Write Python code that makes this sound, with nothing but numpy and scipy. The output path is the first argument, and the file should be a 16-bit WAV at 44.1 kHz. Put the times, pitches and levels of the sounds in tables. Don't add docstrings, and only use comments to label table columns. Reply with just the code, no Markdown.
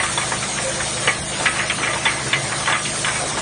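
import sys
import numpy as np
from scipy import signal
from scipy.fft import rfft, irfft, next_fast_len
from scipy.io import wavfile
from scipy.ndimage import uniform_filter1d, map_coordinates

SR = 44100
rng = np.random.default_rng(int(sys.argv[2]) if len(sys.argv) > 2 else 0)


def voltage_ratio(decibels):
    exponent = np.asarray(decibels, float) / 20
    return 10 ** exponent


def file_out(sig):
    cols = np.atleast_2d(sig).T
    lim = np.clip(cols, -1, 1)
    pcm = np.round(lim * 32767).astype(np.int16)
    wavfile.write(sys.argv[1], SR, pcm)


N = 150381

# (frequency [Hz], level [dB per Hz])
HISS_SPECTRUM = [(1760, -64), (3000, -8), (3200, -7), (4110, -4.5), (6350, -4), (7010, -3.5), (7620, -5),
                 (8580, 0.5), (9750, -3.5), (12700, -26), (21400, -120)]
# (time [s], level [dB])
JET_LEVEL = [(0.0, -27), (.98, -27), (1.2, -28), (1.55, -27.5), (2.37, -28), (3.05, -25.5), (3.41, -28)]
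# (frequency [Hz], width [Hz], depth [share])
HISS_DIPS = [(4850, 450, .45), (7550, 600, .4)]
# (frequency [Hz], level [dB per Hz])
ROAR_SPECTRUM = [(15, -32), (25, -6.5), (140, -4.5), (395, -7.5), (631, -4.5), (1190, -10.5), (2160, -9.5),
                 (2450, -11), (4000, -17.5), (5200, -39.5), (8800, -120)]
# (frequency [Hz], level [dB])
MOTOR_TONES = [(65.5, -44), (118, -40), (144, -40), (197, -44), (330, -49.5), (341, -45.5), (643, -45.5),
               (721, -50)]
# (time [s], frequency [Hz], level [dB])
BEARING_GROAN = [
    (2.05, 113.7, -68),
    (2.2, 126.3, -36),
    (2.45, 140.8, -33),
    (2.7, 164.6, -55),
    (2.8, 157, -44.5),
]
# (time [s], length [s], frequency [Hz], level [dB], pitch sag [share])
BOTTLE_HOOTS = [
    (.635, .08, 533.4, -25.5, 0.0066),
    (.75, 0.069, 528, -32.5, 0.009),
    (.94, 0.06, 520, -32, 0.021),
    (1.02, .085, 551.6, -27, 0.034),
    (2.52, 0.088, 561, -35.5, 0.0062),
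]
# (time [s], level [dB])
HEAP_LEVEL = [(0, -26.5), (.5, -30.5), (1.1, -30.5), (1.25, -42), (1.4, -30), (1.9, -24.5), (2.45, -28.5),
              (2.9, -30), (3.41, -32)]
# (time [s], peak [dB], frequency [Hz], fall by 60 dB [s])
BOUNCES = [(.001, -17, 2030, .08), (.063, -19, 2280, .05), (.1755, -13.5, 958, .05),
           (.181, -21, 1700, 0.057), (.215, -21, 2240, 0.091), (0.3193, -14, 996, 0.024),
           (0.3207, -15, 1740, .03), (.328, -18.5, 1180, .06), (.338, -25, 2100, 0.035),
           (.8, -22.5, 1800, .15), (1.0754, -11.5, 2930, 0.041), (1.078, -14.5, 500, 0.11),
           (1.085, -11.5, 2252, .1), (1.086, -15.5, 1934, 0.15), (1.102, -12, 2200, 0.054),
           (1.459, -17.5, 1680, .08), (1.47, -19, 1280, 0.24), (1.594, -18, 1840, 0.079),
           (1.699, -13.5, 3190, .04), (1.838, -15.5, 2353, 0.078), (2.060, -15, 3480, 0.038),
           (2.060, -13, 902, 0.055), (2.062, -10.5, 1993, 0.12), (2.066, -15, 3150, .04),
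           (2.066, -19.5, 545, .08), (2.081, -11.5, 2257, .05), (2.092, -13, 2110, .05),
           (2.098, -11, 2140, 0.034), (2.332, -17.5, 1820, 0.056), (2.344, -14, 2060, 0.17),
           (2.659, -17, 3090, .04), (2.675, -13.5, 2010, 0.037), (2.678, -14, 900, .05),
           (2.686, -14, 1200, 0.07), (2.699, -19, 1400, 0.025), (2.7245, -14.5, 997, .04),
           (2.732, -17.5, 1735, 0.077), (2.742, -15, 2060, .06), (2.747, -18.5, 3430, 0.033),
           (2.752, -13.5, 1284, .06), (2.767, -18, 2080, 0.042), (3.0464, -19, 2410, .06),
           (3.047, -19, 2990, .04), (3.059, -18, 1074, 0.036), (3.068, -18, 1690, .04),
           (3.081, -14.5, 1553, .08), (3.088, -22, 1207, 0.043), (3.094, -23, 2000, 0.053),
           (3.158, -20.5, 2250, 0.12)]
# (time [s], peak [dB])
EDGE_SNAPS = [(0.0398, -13.5), (0.0643, -15), (.43, -15.5), (.578, -15), (1.457, -10), (1.587, -13),
              (1.699, -9), (1.72, -11), (2.0545, -9), (2.333, -8.5), (2.7003, -6), (2.7245, -7),
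              (3.0467, -9)]
# (frequency [Hz], level [dB], fall by 60 dB [s])
WALL_TONES = [(543.5, -11, 0.16), (745, -12.5, 0.22), (883, -9.5, 0.18), (1109, -6, 0.19),
              (1197, -7.5, 0.9), (1285, -12, 1), (1683, -4.5, 0.5), (1827, -4, 0.15), (1967, -0.5, 0.15),
              (2071, -4, 0.5), (2228, 0.5, 0.15), (2394, -0.5, 0.11), (2896, -2.5, 0.061),
              (3270, -11, 0.067)]
# (time [s], peak [dB], brightness [dB], fall by 60 dB [s],
# neck ring [dB])
SOFT_KNOCKS = [(0.2126, -12, -4.5, 0.18, -20), (0.425, -9.5, -8, 0.17, -19), (0.5741, -10, -8, 0.28, -17),
               (0.8046, -9.5, -11, 0.11, -10), (0.9675, -14.5, -5, 0.89, -40),
               (1.0344, -14, -10, 0.33, -27), (1.1564, -14, -17, 0.08, -20),
               (1.3294, -12.5, 5.5, 0.29, -29), (1.3988, -10, -16, 0.48, -5),
               (1.5609, -9.5, -8.5, 0.26, -17), (1.7813, -12.5, -12, 0.33, -24),
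               (1.8444, -18, -12, 0.43, -30), (1.933, -8.5, -8, 0.34, -6), (2.5169, -7, -11, 0.19, -20),
               (2.5994, -14, -15, 0.45, -7), (2.6585, -11.5, -10.5, 0.24, -18), (2.8511, -8, 1, 0.21, -22),
               (3.1549, -10.5, -9.5, 0.14, -10.5), (3.3719, -8, -15.5, 0.12, -37)]
# (time [s], peak [dB], brightness [dB], fall by 60 dB [s], neck ring [dB])
HARD_KNOCKS = [(0.0005, -8.5, -9.5, 0.15, -29), (0.0325, -9.5, -11, 0.18, -7.5),
               (0.1755, -10, -10.5, 0.26, 0.5), (0.3201, -9.5, -12.5, 0.16, -38),
               (1.074, -2, -6.5, 0.13, -58), (1.4571, -1, -3, 0.2, -36), (1.5912, -7.5, -6.5, 0.29, -27),
               (1.6985, -6.5, -5, 0.12, -18.5), (1.8279, -8, -5.5, 0.37, -23),
               (1.8714, -7.5, -7, 0.11, -52), (2.0542, -5, -5.5, 0.38, -5),
               (2.0814, -16.5, -6.5, 0.18, -34), (2.33, -1.5, -3.5, 0.12, -7),
               (2.674, -5.5, -10.5, 0.4, -14), (2.6995, -6.5, -11, 0.067, -22),
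               (2.7243, -6.5, -5, 0.22, -6), (2.7494, -13, -8, 0.2, -3.5), (3.046, -7.5, -4.5, 0.08, -9),
               (3.0667, -15, -16.5, 0.65, -6), (3.079, -11, -6.5, 0.27, -17)]
# (frequency [Hz], step [dB])
TREBLE_STEPS = [(1800, -36), (2500, -19), (3800, -18), (5000, -18.5), (6200, -15.5), (7600, -17.5),
                (8300, -19), (9700, -24)]
# (time [s], change [dB])
STEP_CHANGE = [(0, -1), (.6, -1), (.75, 1), (1.4, 1.2), (2.1, .2), (2.8, -.3), (3.41, -1)]


def unit(x):
    return x / np.sqrt(np.mean(x ** 2) + 1e-20)


def along(points, hz):
    f, v = np.transpose(points)
    return np.interp(np.log(hz + 1), np.log(f + 1), v)


def curves(rows):
    s, *columns = np.transpose(rows)
    return [np.interp(np.arange(N) / SR, s, column) for column in columns]


def wobble(rate):
    return map_coordinates(rng.standard_normal(400), [np.arange(N) * min(rate, 100) / SR])


def filtered(x, response):
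    m = next_fast_len(len(x) + 8192)
    return irfft(rfft(x, m) * response(np.fft.rfftfreq(m, 1 / SR)), m)[:len(x)]


def peak(f, hz, width_hz):
    return 1j * f * width_hz / (hz * hz - f * f + 1j * f * width_hz)


def rush(spectrum, patchy_db):
    z = signal.stft(rng.standard_normal(N), nperseg=512)[2]
    patches = uniform_filter1d(rng.standard_normal(z.shape), size=4, axis=0)
    patches = uniform_filter1d(patches, size=8, axis=1)
    x = signal.istft(z * voltage_ratio(patchy_db * unit(patches)), nperseg=512)[1][:N]
    return unit(filtered(x, lambda hz: voltage_ratio(along(spectrum, hz))))


def drum_echo(x):
    t = np.arange(SR // 2) / SR
    tail = rng.standard_normal(len(t)) * voltage_ratio(-60 * t / 0.24)
    delayed = np.pad(x, (150, 0))
    return signal.fftconvolve(delayed, tail / np.linalg.norm(tail))[:N]


def air_jets():
    jet_db, = curves(JET_LEVEL)
    raw = rush(HISS_SPECTRUM, patchy_db=2.5)

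    def dipped(shift):
        def response(f):
            dips = [1 - np.clip(depth, 0, .9) * peak(f, hz * shift, width)
                    for hz, width, depth in HISS_DIPS]
            return np.prod(dips, axis=0)
        return filtered(raw, response)

    low, high = dipped(.97), dipped(1.04)
    swell_db = .6 * wobble(5)
    flutter_db = 0.31 * wobble(9.5) + 0.83 * wobble(40.99)
    roar = voltage_ratio(-28 + swell_db) * rush(ROAR_SPECTRUM, patchy_db=2.5)
    mix = .5 + .5 * np.tanh(2 * wobble(6))
    hiss = unit(mix * low + (1 - mix) * high)
    return voltage_ratio(jet_db + flutter_db) * hiss + roar


def motor_and_gears():
    t = np.arange(N) / SR
    hum = np.zeros(N)
    for hz, db in MOTOR_TONES:
        level = voltage_ratio(db + 5 + 1.2 * wobble(5.8))
        phase = 0.53 * wobble(6) + 6 * rng.random()
        hum += level * np.sin(2 * np.pi * hz * t + phase)
    hz, db = curves(BEARING_GROAN)
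    groan = voltage_ratio(db + 2.5 + 3.8 * wobble(36)) * np.sin(2 * np.pi * np.cumsum(hz) / SR)
    return hum + groan


def hoots():
    out = np.zeros(N)
    t = np.arange(N) / SR
    for s, length, hz, db, sag in BOTTLE_HOOTS:
        u = np.clip((t - s) / length, 0, 1)
        breath = unit(filtered(rng.standard_normal(N), lambda f: peak(f, hz, 56) ** 2))
        tone = np.sin(2 * np.pi * hz * (t - s) * (1 - sag * u)) * voltage_ratio(2 * wobble(60))
        swell = np.sqrt(np.abs(np.sin(np.pi * u))) * (u < 1)
        out += voltage_ratio(db) * swell * (tone + .4 * breath)
    return out


def heap():
    clacks_per_s, usual_hz, length = 280, 1733, 900
    level_db, = curves(HEAP_LEVEL)
    luck = rng.standard_normal((int(min(clacks_per_s * N / SR, 1500)), 4))
    start = ((luck[:, 0] * 50 % 1) * N).astype(int)
    hz = usual_hz * np.exp(0.424 * luck[:, 1:2])
    t = np.arange(length) / SR
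    clacks = voltage_ratio(0.97 * luck[:, 2:3]) * np.sin(2 * np.pi * hz * t) * np.exp(-t * hz / 7)
    where = start[:, None] + np.arange(length)
    x = np.bincount(where.ravel(), clacks.ravel(), N + length)[:N]
    return voltage_ratio(level_db - 5.5) * unit(x)


def bounces_and_snaps():
    rise_s, snap_hz, snap_t60 = 0.00048, 2680, .004
    out, t = np.zeros(N + SR), np.arange(SR // 8) / SR
    for s, db, hz, t60 in BOUNCES:
        fade = voltage_ratio(db - 60 * t / max(t60, .015))
        bounce = fade * (1 - np.exp(-t / rise_s)) * np.sin(2 * np.pi * hz * t)
        out[round(s * SR):][:len(t)] += bounce
    for s, db in EDGE_SNAPS:
        fade = voltage_ratio(db + 3 - 60 * t / snap_t60)
        rise = np.sin(np.pi * np.minimum(t * snap_hz / 2, .5))
        out[round(s * SR):][:len(t)] += fade * rise * np.sin(2 * np.pi * snap_hz * t)
    return out[:N]


def knocks(rows, gain_db):
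    usual_tilt_db, chatter_s, chatter_db = -5.5, .02, 5.5
    neck_hz, neck_t60 = 3500, 0.031
    out, t = np.zeros(N + SR), np.arange(SR // 3) / SR
    for s, db, tilt, t60, neck_db in rows:
        noise = rng.standard_normal(len(t))
        luck = rng.standard_normal((3, len(WALL_TONES)))

        def slant(hz):
            octaves = np.log2(np.clip(hz, 950, 3500) / 1800)
            return voltage_ratio((tilt - usual_tilt_db) * 1.6 * octaves)

        blows = np.zeros(len(t))
        blows[0] = 1
        rebounds = (np.cumsum(.4 + np.abs(luck[0, :4])) * chatter_s / 2 * SR).astype(int)
        blows[rebounds] = voltage_ratio(-chatter_db * np.arange(1, 5) / 2 + 2 * luck[1, :4])
        click = filtered(blows, lambda f: 12 * slant(f) * peak(f, 2600, 2000) ** 2)

        fade = voltage_ratio(-60 * (t / max(t60, .11)) ** 1.11)
        ring = np.zeros(len(t))
        for k, (hz, level, life) in enumerate(WALL_TONES):
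            tone = np.sin(2 * np.pi * hz * (1 + 0.0075 * luck[1, k]) * t)
            ring += slant(hz) * voltage_ratio(level + 1.6 * luck[2, k] - 30 * t / life) * tone

        dense = filtered(noise, lambda f: 3 * slant(f) * peak(f, 1900, 2000) ** 2 / (1 + (f / 3800) ** 12))
        grain_db = 30 * uniform_filter1d(rng.standard_normal(len(t)), size=220)
        dense = dense * fade ** 1.1 * voltage_ratio(grain_db)

        neck_fade = 1.45 * voltage_ratio(neck_db + 10 - 60 * t / neck_t60) * (1 - np.exp(-t / 0.00086))
        neck = neck_fade * np.sin(2 * np.pi * neck_hz * (1 + .012 * luck[0, 5]) * t)
        crack = voltage_ratio(-35 - 60 * t / 0.0028) * noise
        body = voltage_ratio(-3.5) * ring * np.sqrt(fade) + voltage_ratio(1.5) * dense + crack
        hit = body * (1 - np.exp(-t / 0.00018)) + click
        hit = hit / np.std(hit[:SR // 80])
        out[round(s * SR):][:len(t)] += voltage_ratio(db + gain_db) * (hit + neck)
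    return out[:N]


def scene():
    bottles = knocks(HARD_KNOCKS, -12) + knocks(SOFT_KNOCKS, -15.5) + heap() + bounces_and_snaps()
    mono = bottles + voltage_ratio(-12) * drum_echo(bottles) + hoots() + air_jets() + motor_and_gears()
    return np.array([mono, mono])


def gain_control(x):
    threshold_db, recovery_s, cut_db = -19, 0.26, 3
    level_db = 10 * np.log10(np.abs(uniform_filter1d(x ** 2, size=441)) + 1e-9)
    t = np.arange(SR) / SR
    memory = np.exp(-t / recovery_s) * (1 - np.exp(-t / 0.0022))
    over_db = np.maximum(level_db - threshold_db, 0)
    excess = signal.fftconvolve(over_db, memory)[:N] / (0.047 * SR)
    return x * voltage_ratio(-cut_db * np.minimum(excess, 10) / 10)


def thin_treble(x):
    size, top_hz, scatter_db = 1024, 9760, 2.1
    loud_db, skirt_db = -15.5, -29
    n, k = np.arange(2 * size), np.arange(size // 2)[:, None]
    window = np.sin(np.pi * (n + .5) / (2 * size))
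    cosines = np.cos(np.pi / size * (n + .5 + size / 2) * (k + .5))
    basis = np.sqrt(2 / size) * window * cosines
    frames = N // size + 2
    index = np.arange(frames)[:, None] * size + n
    tones = np.pad(x, (size, 3 * size))[index] @ basis.T
    hz = (k[:, 0] + .5) * SR / 2 / size

    scatter = rng.standard_normal((frames, size // 20 + 1))
    scatter = np.repeat(scatter, 10, axis=1)[:, 3:size // 2 + 3]
    change_db = np.interp(np.arange(frames) * size / SR, *np.transpose(STEP_CHANGE))[:, None]
    step = voltage_ratio(along(TREBLE_STEPS, hz) + change_db + scatter_db * scatter)
    rounded = 0.98 * np.round(tones / step) * step + 0.028 * tones

    loud = np.sqrt(np.mean(tones[:, 47:167] ** 2, axis=1, keepdims=True)) > voltage_ratio(loud_db)
    skirt = tones * loud * voltage_ratio(skirt_db) * (hz < 10340)
    tones = np.where(hz < top_hz, rounded, skirt)
    return np.bincount(index.ravel(), (tones @ basis).ravel())[size:size + N]


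def band_limit(x):
    return signal.sosfilt(signal.butter(12, 10890, fs=SR, output="sos"), x)


def record(dry):
    low_cut_hz = 50.4
    mono = filtered(dry[0], lambda hz: (1j * hz / (low_cut_hz + 1j * hz)) ** 2)
    mono = gain_control(mono)
    mono = mono / (1 + np.abs(mono / .75) ** 6) ** (1 / 6)
    mono = thin_treble(mono)
    return band_limit(np.array([mono, mono]))


dry = scene()
out = record(dry)
file_out(out)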